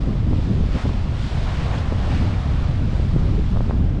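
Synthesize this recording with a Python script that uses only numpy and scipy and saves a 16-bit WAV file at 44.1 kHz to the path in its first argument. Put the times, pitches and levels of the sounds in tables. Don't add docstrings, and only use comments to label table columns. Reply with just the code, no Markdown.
import sys
import numpy as np
from scipy import signal
from scipy.fft import rfft, irfft
from scipy.io import wavfile
from scipy.ndimage import uniform_filter1d

SR = 44100
rng = np.random.default_rng(int(sys.argv[2]) if len(sys.argv) > 2 else 0)


def transcribe(u):
    v = np.clip(np.atleast_2d(u).T, -1, 1)
    q = np.round(v * 32767).astype(np.int16)
    wavfile.write(sys.argv[1], SR, q)


N = 176400


def amp(db):
    return 10 ** (np.asarray(db) / 20)


def unit(x):
    return x / np.sqrt(np.mean(x ** 2) + 1e-20)


def envelope(points):
    return amp(np.interp(np.arange(N) / SR, *np.transpose(points)))


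def colour(x, spectrum):
    hz = np.fft.rfftfreq(N, 1 / SR)
    point_hz, point_db = np.transpose(spectrum)
    gain = amp(np.interp(np.log(hz + 1), np.log(point_hz + 1), point_db))
    rolloff = np.maximum(hz / point_hz[-1], 1) ** 2
    return unit(irfft(rfft(x) * gain / rolloff, N))


def wander(rate_hz):
    hz = np.fft.rfftfreq(N, 1 / SR)
    return unit(irfft(rfft(rng.standard_normal(N)) * (hz > 2) * np.exp(-(hz / rate_hz) ** 2), N))


def churn(patch_db, patch_hz, patch_s):
    re, im, patches = rng.standard_normal((N // 128 + 5, 257, 3)).T
    bins, frames = max(round(patch_hz * 512 / SR), 1), max(round(patch_s * SR / 128), 1)
    patches = unit(uniform_filter1d(uniform_filter1d(patches, bins, axis=0), frames, axis=1))
    return signal.istft((re + 1j * im) * amp(patch_db * patches), nperseg=512, noverlap=384)[1][:N]


def impacts(per_s, spread_db):
    sizes = amp(spread_db * np.minimum(rng.exponential(1, N), 5))
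    return sizes * rng.choice([-1, 1], N) * (rng.random(N) < per_s / SR)


# (time [s], relative level [dB])
RUMBLE_LEVEL = [(0, -20.5), (0.1, -19.5), (0.55, -18), (1.0, -20.0), (1.25, -23), (1.38, -20), (1.6, -21.5),
                (1.9, -20), (2.2, -18.5), (2.42, -19), (2.65, -19), (2.92, -18.5), (3.35, -16.5),
                (3.48, -17.5), (3.7, -17.5), (4, -18.5)]
# (frequency [Hz], relative level [dB])
RUMBLE_SPECTRUM = [(8, -11.5), (22, -1), (52, 0.5), (80, -0.5), (100, -3.5), (130, -5), (180, -12.5),
                   (260, -20.5), (400, -31.5), (900, -66)]
# (time [s], relative level [dB])
FLUTTER_LEVEL = [(0, -31), (0.3, -30), (0.4, -31.5), (0.52, -26), (0.61, -29), (0.69, -41), (0.76, -27.5),
                 (0.89, -30), (0.95, -38), (1.3, -36), (1.7, -37.5), (2.0, -34.5), (2.22, -29.5),
                 (2.35, -37.5), (2.9, -34), (3.08, -39), (3.16, -30.5), (3.21, -34), (3.3, -29.5),
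                 (3.4, -34), (3.47, -43), (3.55, -33), (4, -32.5)]
# (frequency [Hz], relative level [dB])
FLUTTER_SPECTRUM = [(50, -20.5), (115, 3.5), (160, -2), (215, 3), (290, -3), (400, -10), (600, -20),
                    (1200, -31), (3000, -72)]
# (start [s], end [s], gain [dB])
WIND_LULLS = [(0.667, 0.69, -10), (0.772, 0.839, -10.5), (0.912, 0.946, -6.5), (1.276, 1.317, -10),
              (2.403, 2.456, -6.5), (2.629, 2.652, -7), (2.89, 2.932, -4.5), (3.461, 3.482, -4),
              (3.497, 3.521, -11)]


def wind():
    t, edge_s = np.arange(N) / SR, 0.01
    lull_db = sum(db * np.clip(np.minimum(t - start, end - t) / edge_s, 0, 1)
                  for start, end, db in WIND_LULLS)
    pressure = colour(rng.standard_normal(N), RUMBLE_SPECTRUM)
    pressure /= np.sqrt(uniform_filter1d(pressure ** 2, size=1800) + 0.12)
    rumble = unit(pressure) * envelope(RUMBLE_LEVEL) * amp(0.5 + 1.02 * wander(rate_hz=5.9))
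    eddies = colour(rng.standard_normal(N), FLUTTER_SPECTRUM)
    clumps_db = 2 * wander(rate_hz=34) + 1.5 * wander(rate_hz=9.6)
    flutter = unit(eddies * amp(clumps_db)) * envelope(FLUTTER_LEVEL) * amp(3)
    return (rumble + flutter) * amp(lull_db)


def overload(pressure, ceiling_db=-9):
    return pressure / (1 + (pressure / amp(ceiling_db)) ** 4) ** (1 / 4)


# (time [s], relative level [dB])
WASH_SWELL = [(0, -43.5), (0.3, -44), (0.62, -43.5), (0.8, -37.5), (0.98, -41.5), (1.1, -41), (1.35, -40),
              (1.5, -38.5), (1.6, -37), (1.74, -35.5), (1.83, -37.5), (1.99, -38.5), (2.06, -37.5),
              (2.22, -37.5), (2.4, -39.5), (2.65, -39), (2.9, -42), (3.38, -42.5), (3.5, -44), (4, -44)]
# (frequency [Hz], relative level [dB])
WASH_SPECTRUM = [(100, -13.5), (280, -7.5), (470, 1.5), (650, 3), (850, -0.5), (1250, -4), (1800, -10),
                 (3000, -14.5), (5000, -35), (9000, -53)]


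def wash():
    water = colour(churn(patch_db=1.5, patch_hz=350, patch_s=0.094), WASH_SPECTRUM)
    return (amp(1) * water + amp(-8) * bubbles()) * envelope(WASH_SWELL)


def bubbles(per_s=770, sizes=30, low_hz=486.5, high_hz=2325):
    t, out = np.arange(SR // 10) / SR, np.zeros(N)
    for hz in np.geomspace(low_hz, high_hz, sizes):
        age = t * hz / 11
        glide = 1 + 0.051 * np.minimum(age, 4)
        ring = np.sin(2 * np.pi * hz * t * glide) * np.exp(-2 * age) * (1 - np.exp(-t * hz))
        out += signal.oaconvolve(impacts(per_s / sizes, spread_db=3.5), ring)[:N]
    return unit(out)


# (time [s], relative level [dB])
SPRAY_SWELL = [(0, -50.5), (0.27, -52.5), (0.36, -48.5), (0.68, -48.5), (0.8, -42), (0.86, -45.5),
               (1.08, -50), (1.25, -42.5), (1.42, -44), (1.52, -43), (1.69, -44.5), (1.785, -42.5),
               (1.83, -46.5), (2.0, -46.5), (2.15, -43), (2.35, -47), (2.65, -47.5), (2.85, -50),
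               (3.0, -47.3), (3.1, -49.5), (3.35, -49.5), (3.68, -51), (3.88, -55)]
# (frequency [Hz], relative level [dB])
SPRAY_SPECTRUM = [(400, -12.5), (1200, -1), (2200, -3), (3500, -2.5), (4900, -7.5), (6200, -14),
                  (8500, -21), (10000, -30.5), (12000, -39.5), (15000, -60)]


def spray():
    foam = colour(churn(patch_db=0.83, patch_hz=839, patch_s=0.05), SPRAY_SPECTRUM)
    drops = colour(impacts(per_s=1800, spread_db=3.5), SPRAY_SPECTRUM)
    return (amp(2) * foam + amp(-5) * drops) * envelope(SPRAY_SWELL)


# (time [s], spike level [dB], half width [ms], push or pull [+1 or -1])
DIAPHRAGM_POPS = [(0.3326, -15, 0.26, -1), (.588, -18, 0.9, 1), (0.639, -20, 0.34, -1),
                  (0.757, -9.5, 0.97, -1), (0.855, -11.5, 0.42, -1), (0.862, -16.5, 0.31, -1),
                  (.894, -19, 0.22, 1), (1.9236, -11, 0.29, -1), (2.999, -15.5, 0.36, 1),
                  (3.163, -9.5, 0.44, -1), (3.300, -14, 0.5, 1), (3.396, -13.5, 0.5, 1),
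                  (3.562, -16.5, 0.22, -1), (3.572, -15, 0.19, -1), (3.607, -12.5, 0.2, -1),
                  (3.6973, -13, 0.33, -1), (3.710, -11.5, 0.17, -1)]


def pops():
    t, out = np.arange(N) / SR, np.zeros(N)
    rebound_lag, rebound_width = 3.1, 2.55
    for when, db, width_ms, push in DIAPHRAGM_POPS:
        age = (t - when) * 1000 / width_ms
        spike = np.exp(-age ** 2 / 2)
        rebound = 0.57 * np.exp(-((age - rebound_lag) / rebound_width) ** 2 / 2)
        out += push * amp(db) * (spike - rebound)
    return out


# (time [s], half length [s], frequency [Hz], peak before overload [dB])
STRONG_EDDIES = [(0.513, 0.012, 200.2, -14), (2.698, 0.012, 134, -15.5), (3.154, 0.015, 151, -13),
                 (3.387, 0.0085, 385, -25), (3.528, 0.013, 185.3, -18), (3.808, 0.0093, 190.4, -18)]


def buffets():
    t, out = np.arange(N) / SR, np.zeros(N)
    for when, half_length, hz, db in STRONG_EDDIES:
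        cycles = np.cumsum(hz * (1 + 0.071 * wander(rate_hz=53))) / SR + rng.random()
        swell = np.exp(-((t - when) / half_length) ** 2 / 2)
        out += amp(db) * swell * np.sin(2 * np.pi * cycles)
    return out


# (peak time [s], decay [s], centre frequency [Hz], level [dB])
CRESTS = [(.785, 0.043, 1220, -39), (1.475, 0.053, 800, -35), (1.545, 0.094, 1440, -39),
          (1.735, 0.05, 1130, -35), (2.115, .08, 1890, -38.5)]


def splashes(attack_s=0.019, half_width_octaves=0.73):
    t, hz, out = np.arange(N) / SR, np.fft.rfftfreq(N, 1 / SR), np.zeros(N)
    for when, decay_s, centre_hz, db in CRESTS:
        band = np.exp(-(np.log2((hz + 1) / centre_hz) / half_width_octaves) ** 2 / 2)
        drops = unit(irfft(rfft(impacts(per_s=5000, spread_db=2.5)) * band, N))
        swell = np.exp(-np.maximum((when - t) / attack_s, (t - when) / decay_s))
        out += amp(db) * drops * swell
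    return out


def scene():
    return (overload(wind() + buffets()) + pops() + wash() + splashes() + spray())[None]


def record(dry, fade_s=0.008, cutoff_hz=15375):
    t = np.arange(N) / SR
    fade = np.minimum(np.minimum(t, t[::-1]) / fade_s, 1)
    lowpass = signal.firwin(511, cutoff_hz, window=("kaiser", 9), fs=SR)
    return signal.oaconvolve(dry * fade, lowpass[None], "same")


dry = scene()
out = record(dry)
transcribe(out)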